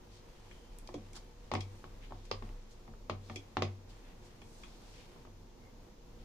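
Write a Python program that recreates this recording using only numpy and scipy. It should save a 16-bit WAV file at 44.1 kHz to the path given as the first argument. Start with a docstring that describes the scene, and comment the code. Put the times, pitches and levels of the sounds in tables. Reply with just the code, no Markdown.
"""Kneading dough in a plastic bowl

A phone sits close to a wide plastic bowl on a kitchen counter, where a hand kneads crumbly dough.
Each push rocks the bowl so that its base knocks on the counter: a hard clack, then the low ring of
the loaded bowl. Between pushes the dough squishes and plops, flour rustles and fingers tick on the
rim. Behind it all lies the hum of a small quiet kitchen."""
import sys
import numpy as np
from scipy import signal
from scipy.fft import rfft, irfft
from scipy.io import wavfile
from scipy.ndimage import uniform_filter1d

SR = 44100
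rng = np.random.default_rng(int(sys.argv[2]) if len(sys.argv) > 2 else 0)


def store_pcm(level_fs):
    """Save levels as 16-bit WAV."""
    pcm = np.round(np.clip(level_fs, -1, 1) * 32767).astype(np.int16)
    wavfile.write(sys.argv[1], SR, np.atleast_2d(pcm).T)


N = 275184
TIME = np.arange(N) / SR
RING_TIME = np.arange(SR) / SR  # the second after a blow


# The bowl's base meets the counter, close to the phone. Each row: start in seconds,
# clack gain in dB, wall ring gain in dB, pitch of the struck spot in Hz.
KNOCK_HITS = [(.890, -14.5, -20, 750), (0.9429, -11.5, -12, 480), (1.5160, -2, -4, 1130),
              (1.5374, -2.5, 0.5, 940), (1.552, 3, -7.5, 694), (1.8415, -16, -18.5, 1150),
              (2.107, -17, -16, 700), (2.122, -17.5, -15, 850), (2.3132, 2.5, -14.5, 1085),
              (2.423, -13.5, -16.5, 900), (2.491, -26.5, -30, 2170), (2.878, -18.5, -17.5, 1000),
              (2.938, -29, -25, 1300), (3.0973, -.5, -4, 1120), (3.298, -9, -9, 1110),
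              (3.5695, 1.5, -.5, 890), (3.622, 4, -2.5, 1050), (4.417, -24, -24, 1200),
              (5.1616, -24, -25, 890), (5.2514, -20, -29, 1000), (5.2713, -24, -24, 1000)]
# The struck spot gives way for a few cycles.
# Each row: pitch in Hz before retuning to the knock, relative level in dB, t60 in seconds.
STRUCK_SPOT_MODES = [(498, -26, 0.0053), (1006, -16, 0.0042), (2295, -27, 0.0048), (4920, -25.5, 0.0054)]
# The bowl's dense, quickly damped upper modes. Each row: frequency in Hz, gain in dB.
CLACK_COLOUR = [(150, -30.5), (400, 3), (750, 2.5), (1150, 4.5), (1520, -12.5), (1900, -3), (2500, -4.5),
                (3800, -5), (5200, -7.5), (6500, -9.5), (8500, -19.5), (15000, -14)]
# The loaded bowl's walls. Each row: pitch in Hz, relative level in dB, t60 in seconds.
BOWL_WALL_MODES = [(147.5, -39.5, 0.21), (226.9, -34.5, 0.16), (275, -42, 0.15), (352.2, -33.5, 0.13),
                   (425.3, -45, 0.12), (495, -43, 0.053), (585, -48, 0.25), (721, -44, 0.17),
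                   (740, -47, 0.18), (777, -38.5, 0.13), (910, -45, 0.092), (1055, -53.5, 0.12),
                   (1144, -40, 0.07), (1798, -38.5, 0.049), (1920, -75, 0.22), (2190, -52, 0.12)]
CONTACT_RATIO, CONTACT_DB_PER_OCTAVE = 3.57, 20  # cut-off over spot pitch at 0 dB; force to double it

def knocks():
    """The rocking bowl lands: the struck spot snaps, dense modes rattle, then the walls ring."""
    out = np.zeros((2, N))
    for start, clack_db, wall_db, spot_hz in KNOCK_HITS:
        # dough lying on the spot shifts its slow modes and leaves the fast ones alone
        retune = spot_hz / STRUCK_SPOT_MODES[1][0]
        loaded = [(hz * retune if hz < 1500 else hz, db, t60) for hz, db, t60 in STRUCK_SPOT_MODES]
        spot = ring(loaded, scatter_db=5.5, port_lag_s=.00003) * (1 - fade(0.0032))
        rattle = colour(noise(SR) * (fade(0.024) + undb(-10.5) * fade(0.11)), CLACK_COLOUR)
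        clack = undb(clack_db) * (undb(-23.5) * rattle - spot)
        spread = 1 - fade(0.023)  # the wave needs a few ms to get round the walls
        walls = undb(wall_db) * ring(BOWL_WALL_MODES, scatter_db=2.5, port_lag_s=.00011) * spread
        # a harder blow on a stiffer spot is brighter
        cutoff_hz = CONTACT_RATIO * spot_hz * 2 ** (clack_db / CONTACT_DB_PER_OCTAVE)
        contact = signal.butter(2, min(cutoff_hz, SR / 3), fs=SR, output="sos")
        add(out, start, signal.sosfilt(contact, clack + walls))
    return out


def base_boom(hz=96.5, t60=0.6):
    """The base, weighted by the dough, swings slowly; every knock feeds it, heavy ones most."""
    energy = np.zeros((1, N))
    for start, clack_db, wall_db, _ in KNOCK_HITS:
        blow_db = (clack_db + wall_db) / 2
        swing = undb(-33 + 0.99 * blow_db) * fade(t60) * (1 - fade(0.11))
        add(energy, start, swing ** 2)
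    return np.sqrt(energy) * np.sin(2 * np.pi * hz * TIME)


# Fingers touch the rim. Each row: start in seconds, relative level in dB, snap centre in Hz,
# snap t60 in seconds, rim ring gain in dB.
FINGER_TICKS = [(0.5118, -12, 2000, 0.035, -17.5), (0.7863, -4, 8800, 0.0088, -30),
                (0.874, -8, 4440, 0.025, -22), (0.941, -11, 4700, 0.045, -11),
                (1.1325, -12, 6370, 0.024, -18.5), (1.5373, -3.5, 5440, 0.033, -32),
                (1.6065, -5.5, 4400, 0.055, -9.5), (2.2524, -19.5, 5500, 0.054, -14),
                (3.3592, -7.5, 5800, 0.031, -0.5), (4.417, -17.5, 3020, 0.035, -7),
                (4.634, -12, 1140, 0.074, -7.5)]
# The rim's resonances. Each row: centre in Hz, nominal width in Hz, relative level in dB, t60 in seconds.
RIM_RESONANCES = [(2350, 165, -28.5, 0.043), (3330, 120, -35.5, 0.078), (5760, 1300, -39, 0.041)]

def rim_ticks():
    """Light hard touches: a short snap and the brief ring of the rim."""
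    out = np.zeros((2, N))
    for start, db, snap_hz, snap_t60, ring_db in FINGER_TICKS:
        snap = focus(noise(SR), snap_hz, q=1.45) * fade(snap_t60) * undb(-39.5)
        rim = sum(undb(mode_db) * fade(t60) * focus(noise(SR), hz, q=hz / width / 2)
                  for hz, width, mode_db, t60 in RIM_RESONANCES)
        add(out, start, undb(db) * (snap + undb(ring_db) * rim))
    return out


# Soft dough lands in the bowl. Each row: start in seconds, level in dB, first pitch in Hz,
# final pitch in Hz, t60 in seconds.
DOUGH_PLOPS = [(0.942, -37.5, 405, 181, 0.23), (2.115, -49, 271, 172, .15), (2.429, -48, 252, 177, 0.21),
               (3.102, -42, 213, 150, 0.19), (3.361, -44.5, 365, 248, 0.18)]

def plops():
    """A lump of dough slaps down, its hollow note falling as it spreads."""
    out = np.zeros((2, N))
    for start, db, first_hz, final_hz, t60 in DOUGH_PLOPS:
        glide_hz = final_hz + (first_hz - final_hz) * fade(0.197)
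        hz = glide_hz * (1 + 0.14 * wander(195)[:SR])  # the lump settles unevenly
        hollow = undb(2.9 * wander(225)[:SR]) * np.sin(2 * np.pi * np.cumsum(hz) / SR)
        slap = focus(noise(SR), first_hz, q=0.69) * fade(0.089)
        add(out, start, undb(db) * fade(t60) * (hollow + undb(-7) * slap))
    return out


# Squishes in the bowl. Each row: peak time in seconds, level in dB, half length in seconds, centre in Hz.
DOUGH_SQUISHES = [(0.155, -65, 0.032, 4200), (.55, -74, 0.064, 5430), (1.165, -50, 0.0092, 4300),
                  (1.165, -55, 0.012, 1040), (1.768, -75, 0.074, 6600), (2.043, -60, 0.019, 2350),
                  (2.2, -72, 0.16, 3500), (2.718, -65.5, 0.014, 5000), (3.302, -66, 0.056, 4070),
                  (3.904, -62.5, 0.012, 4000), (4.082, -67, .04, 2170), (4.258, -67, 0.022, 5100),
                  (4.553, -68.5, 0.087, 6100), (4.69, -67, 0.11, 4200), (4.94, -66, 0.095, 4600),
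                  (4.984, -64, 0.049, 2500), (6.213, -69, 0.022, 3000)]

def squishes():
    """Sticky dough pulls apart and flour slides, in broad swells of crackle."""
    return sum(stroke(*row, q=1.0) for row in DOUGH_SQUISHES)


# Spells of rubbing, faint even this close. Each row: start in seconds, end in seconds, level in dB.
RUB_SPELLS = [(0, 2.74, -69), (3.2, 3.66, -67.5), (3.87, 5.15, -69)]
# The tone of the rustle. Each row: frequency in Hz, gain in dB.
FLOUR_COLOUR = [(300, -2.5), (700, 8.5), (1200, 3.5), (2500, 1), (5000, -4), (7500, -9.5), (10000, -12.5),
                (15000, -25)]

def flour_rustle(attack_s=0.02, release_s=0.13, wander_db=2.1):
    """The hand rubs through flour with uneven effort."""
    effort = 0
    for start, end, db in RUB_SPELLS:
        attack = np.clip((TIME - start) / attack_s, 0, 1)
        release = np.exp(-np.maximum(TIME - end, 0) / release_s)
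        effort = np.maximum(effort, undb(db) * attack * release)
    level = effort * undb(wander_db * wander(10))
    return level * unit(colour(crackle(rate=300), FLOUR_COLOUR))


# Skin on plastic. Each row: peak time in seconds, level in dB, half length in seconds,
# pitch in Hz, sharpness as Q.
FINGER_SQUEAKS = [(0.587, -73.5, .1, 3100, 7.5), (5.655, -71.5, 0.034, 2100, 16)]

def squeaks():
    """A finger squeaks faintly along the bowl."""
    return sum(stroke(*row) for row in FINGER_SQUEAKS)


def kitchen_echo(x, low_t60=0.25, treble_t60=0.16, echo_db=-9.5):
    """Counter, sink and tiled walls give a short diffuse tail whose treble dies first."""
    low = colour(noise(SR), [(100, -10), (300, -2.5), (1000, -4.5), (2500, -6), (15000, -39)])
    high = colour(noise(SR), [(500, -22.5), (1500, -14.5), (3300, 2.5), (6000, 0.5),
                              (9000, -1), (15000, -9.5)])
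    onset = np.clip((RING_TIME - .004) / 0.0044, 0, 1)
    tail = (low * fade(low_t60) + high * fade(treble_t60)) * onset
    tail = tail / np.sqrt(np.sum(tail ** 2) / 2)
    return x + undb(echo_db) * signal.fftconvolve(x, tail, axes=1)[:, :N]


# The kitchen air around the phone. Each row: frequency in Hz, gain in dB.
AIR_COLOUR = [(20, -10), (35, -8), (55, -7), (75, -17), (110, -15), (260, -18.5), (350, -21.5),
              (500, -21.5), (690, -26), (900, -24), (1400, -35.5), (2400, -39.5), (7000, -49),
              (15500, -49.5)]
# The room's hum. Each row: centre in Hz, level in dB.
HUM_BANDS = [(100, -66), (225, -69.5), (355, -71), (480, -69.5)]
# The slow rise and fall of the rumble. Each row: time in seconds, relative level in dB.
RUMBLE_LEVELS = [(0.0, -60), (0.99, -52.5), (1.63, -55.5), (2.55, -47), (3.25, -57.5), (4.05, -55.5),
                 (6.08, -60.5), (6.24, -48.5)]

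def room_tone():
    """Room air, a soft even hiss, a faint wavering hum and a low throbbing rumble."""
    air = unit(colour(noise(N), AIR_COLOUR)) * undb(-57.5 + 1.2 * wander(8.6))
    hiss = signal.sosfilt(signal.butter(10, 7000, fs=SR, output="sos"), noise(N)) * undb(-65)
    hum = sum(undb(db) * unit(band(noise(N), hz, q=34.6)) for hz, db in HUM_BANDS)
    rumble_hz = 32.1 + 3.41 * wander(9.4)
    sway = np.sin(2 * np.pi * np.cumsum(rumble_hz) / SR)
    throb = 1 + 0.55 * np.tanh(wander(13))
    rumble_db = np.interp(TIME, *np.transpose(RUMBLE_LEVELS)) - 0.6
    return air + hiss + hum + unit(sway * throb) * undb(rumble_db)


# How alike left and right are at the phone. Each row: frequency in Hz, likeness from 0 to 1.
STEREO_LIKENESS = [(50, 0.95), (150, 0.85), (350, 0.95), (700, 0.02), (1200, 0.19), (2500, 0), (15000, 0)]

def noise(size):
    """Stereo noise, alike in the bass and unrelated in the treble."""
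    alike = np.clip(at_bins(STEREO_LIKENESS, size), 0, 1)
    weights = np.sqrt([(1 + alike) / 2, (1 - alike) / 2])
    mid, side = irfft(rfft(rng.standard_normal((2, size))) * weights, size)
    return np.array([mid + side, mid - side])


def ring(modes, scatter_db, port_lag_s):
    """Struck modes, weighted anew by each blow, reach the two microphone ports slightly apart."""
    out = 0
    for (hz, db, t60), (weight, lag) in zip(modes, rng.standard_normal((len(modes), 2))):
        phase = 2 * np.pi * hz * (RING_TIME + np.array([[1], [-1]]) * lag * port_lag_s)
        out = out + undb(db + scatter_db * weight) * fade(t60) * np.sin(phase)
    return out


def crackle(rate, spread_db=1.5):
    """Dense tiny bursts of sticky threads and crumbs."""
    return unit(noise(N) * undb(spread_db * wander(rate)))


def stroke(peak_s, db, half_s, hz, q):
    """A crackle that swells and fades round one resonance."""
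    swell = np.exp(-((TIME - peak_s) / half_s) ** 2 / 2)
    return undb(db) * swell * focus(crackle(rate=810), hz, q)


def undb(db):
    """Decibels to gain."""
    return 10 ** (np.asarray(db) / 20)


def unit(x):
    """Scale to rms 1."""
    return x / np.sqrt(np.mean(x ** 2))


def fade(t60):
    """One second of decay, falling 60 dB in t60 seconds."""
    return np.exp(-np.log(1000) * RING_TIME / t60)


def wander(rate):
    """Smooth random drift of rms 1, with `rate` turns a second."""
    hold = int(SR / rate)
    steps = np.repeat(rng.standard_normal(N // hold + 1), hold)
    return unit(uniform_filter1d(steps, hold)[:N])


def at_bins(points, size):
    """A table of (Hz, value) read at every bin of a spectrum."""
    hz, value = np.transpose(points)
    return np.interp(np.log(np.fft.rfftfreq(size, 1 / SR) + 1), np.log(hz), value)


def colour(x, points):
    """Causal filter with the gains of a (Hz, dB) table."""
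    size = x.shape[-1]
    cepstrum = irfft(np.log(undb(at_bins(points, size))), size)
    cepstrum[1:size // 2] *= 2
    cepstrum[size // 2 + 1:] = 0
    return irfft(rfft(x) * np.exp(rfft(cepstrum)), size)


def band(x, hz, q):
    """A resonance with gain 1 at its centre."""
    return signal.lfilter(*signal.iirpeak(min(hz, SR / 3), max(q, 4 * hz / SR), fs=SR), x)


def focus(x, hz, q):
    """A steep resonance, scaled to rms 1."""
    return unit(band(band(x, hz, q), hz, q))


def add(out, start_s, sound):
    """Mix a sound in at a given time."""
    start = int(start_s * SR)
    out[:, start:start + sound.shape[-1]] += sound[..., :N - start]


def scene():
    """Bowl and dough close up, the kitchen behind them."""
    kneading = knocks() + rim_ticks() + flour_rustle() + squishes() + squeaks() + plops()
    return kitchen_echo(kneading) + base_boom() + room_tone()


# The phone's two microphone ports. 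Each row: frequency in Hz, left minus right in dB.
PORT_BALANCE = [(60, 0), (110, 1.5), (200, 2.5), (380, -3.5), (700, 0.5), (1290, 1), (2380, 0.5),
                (4400, 3.0), (8120, -5.0), (15000, 2.5)]

def record(dry, top_hz=15500):
    """Each port of the phone adds its own colour; the phone cuts the top."""
    port_db = np.array([[1], [-1]]) * at_bins(PORT_BALANCE, N) / 2
    heard = irfft(rfft(dry) * undb(port_db), N)
    return signal.sosfilt(signal.ellip(10, .2, 70, top_hz, fs=SR, output="sos"), heard)


dry = scene()
out = record(dry)
store_pcm(out)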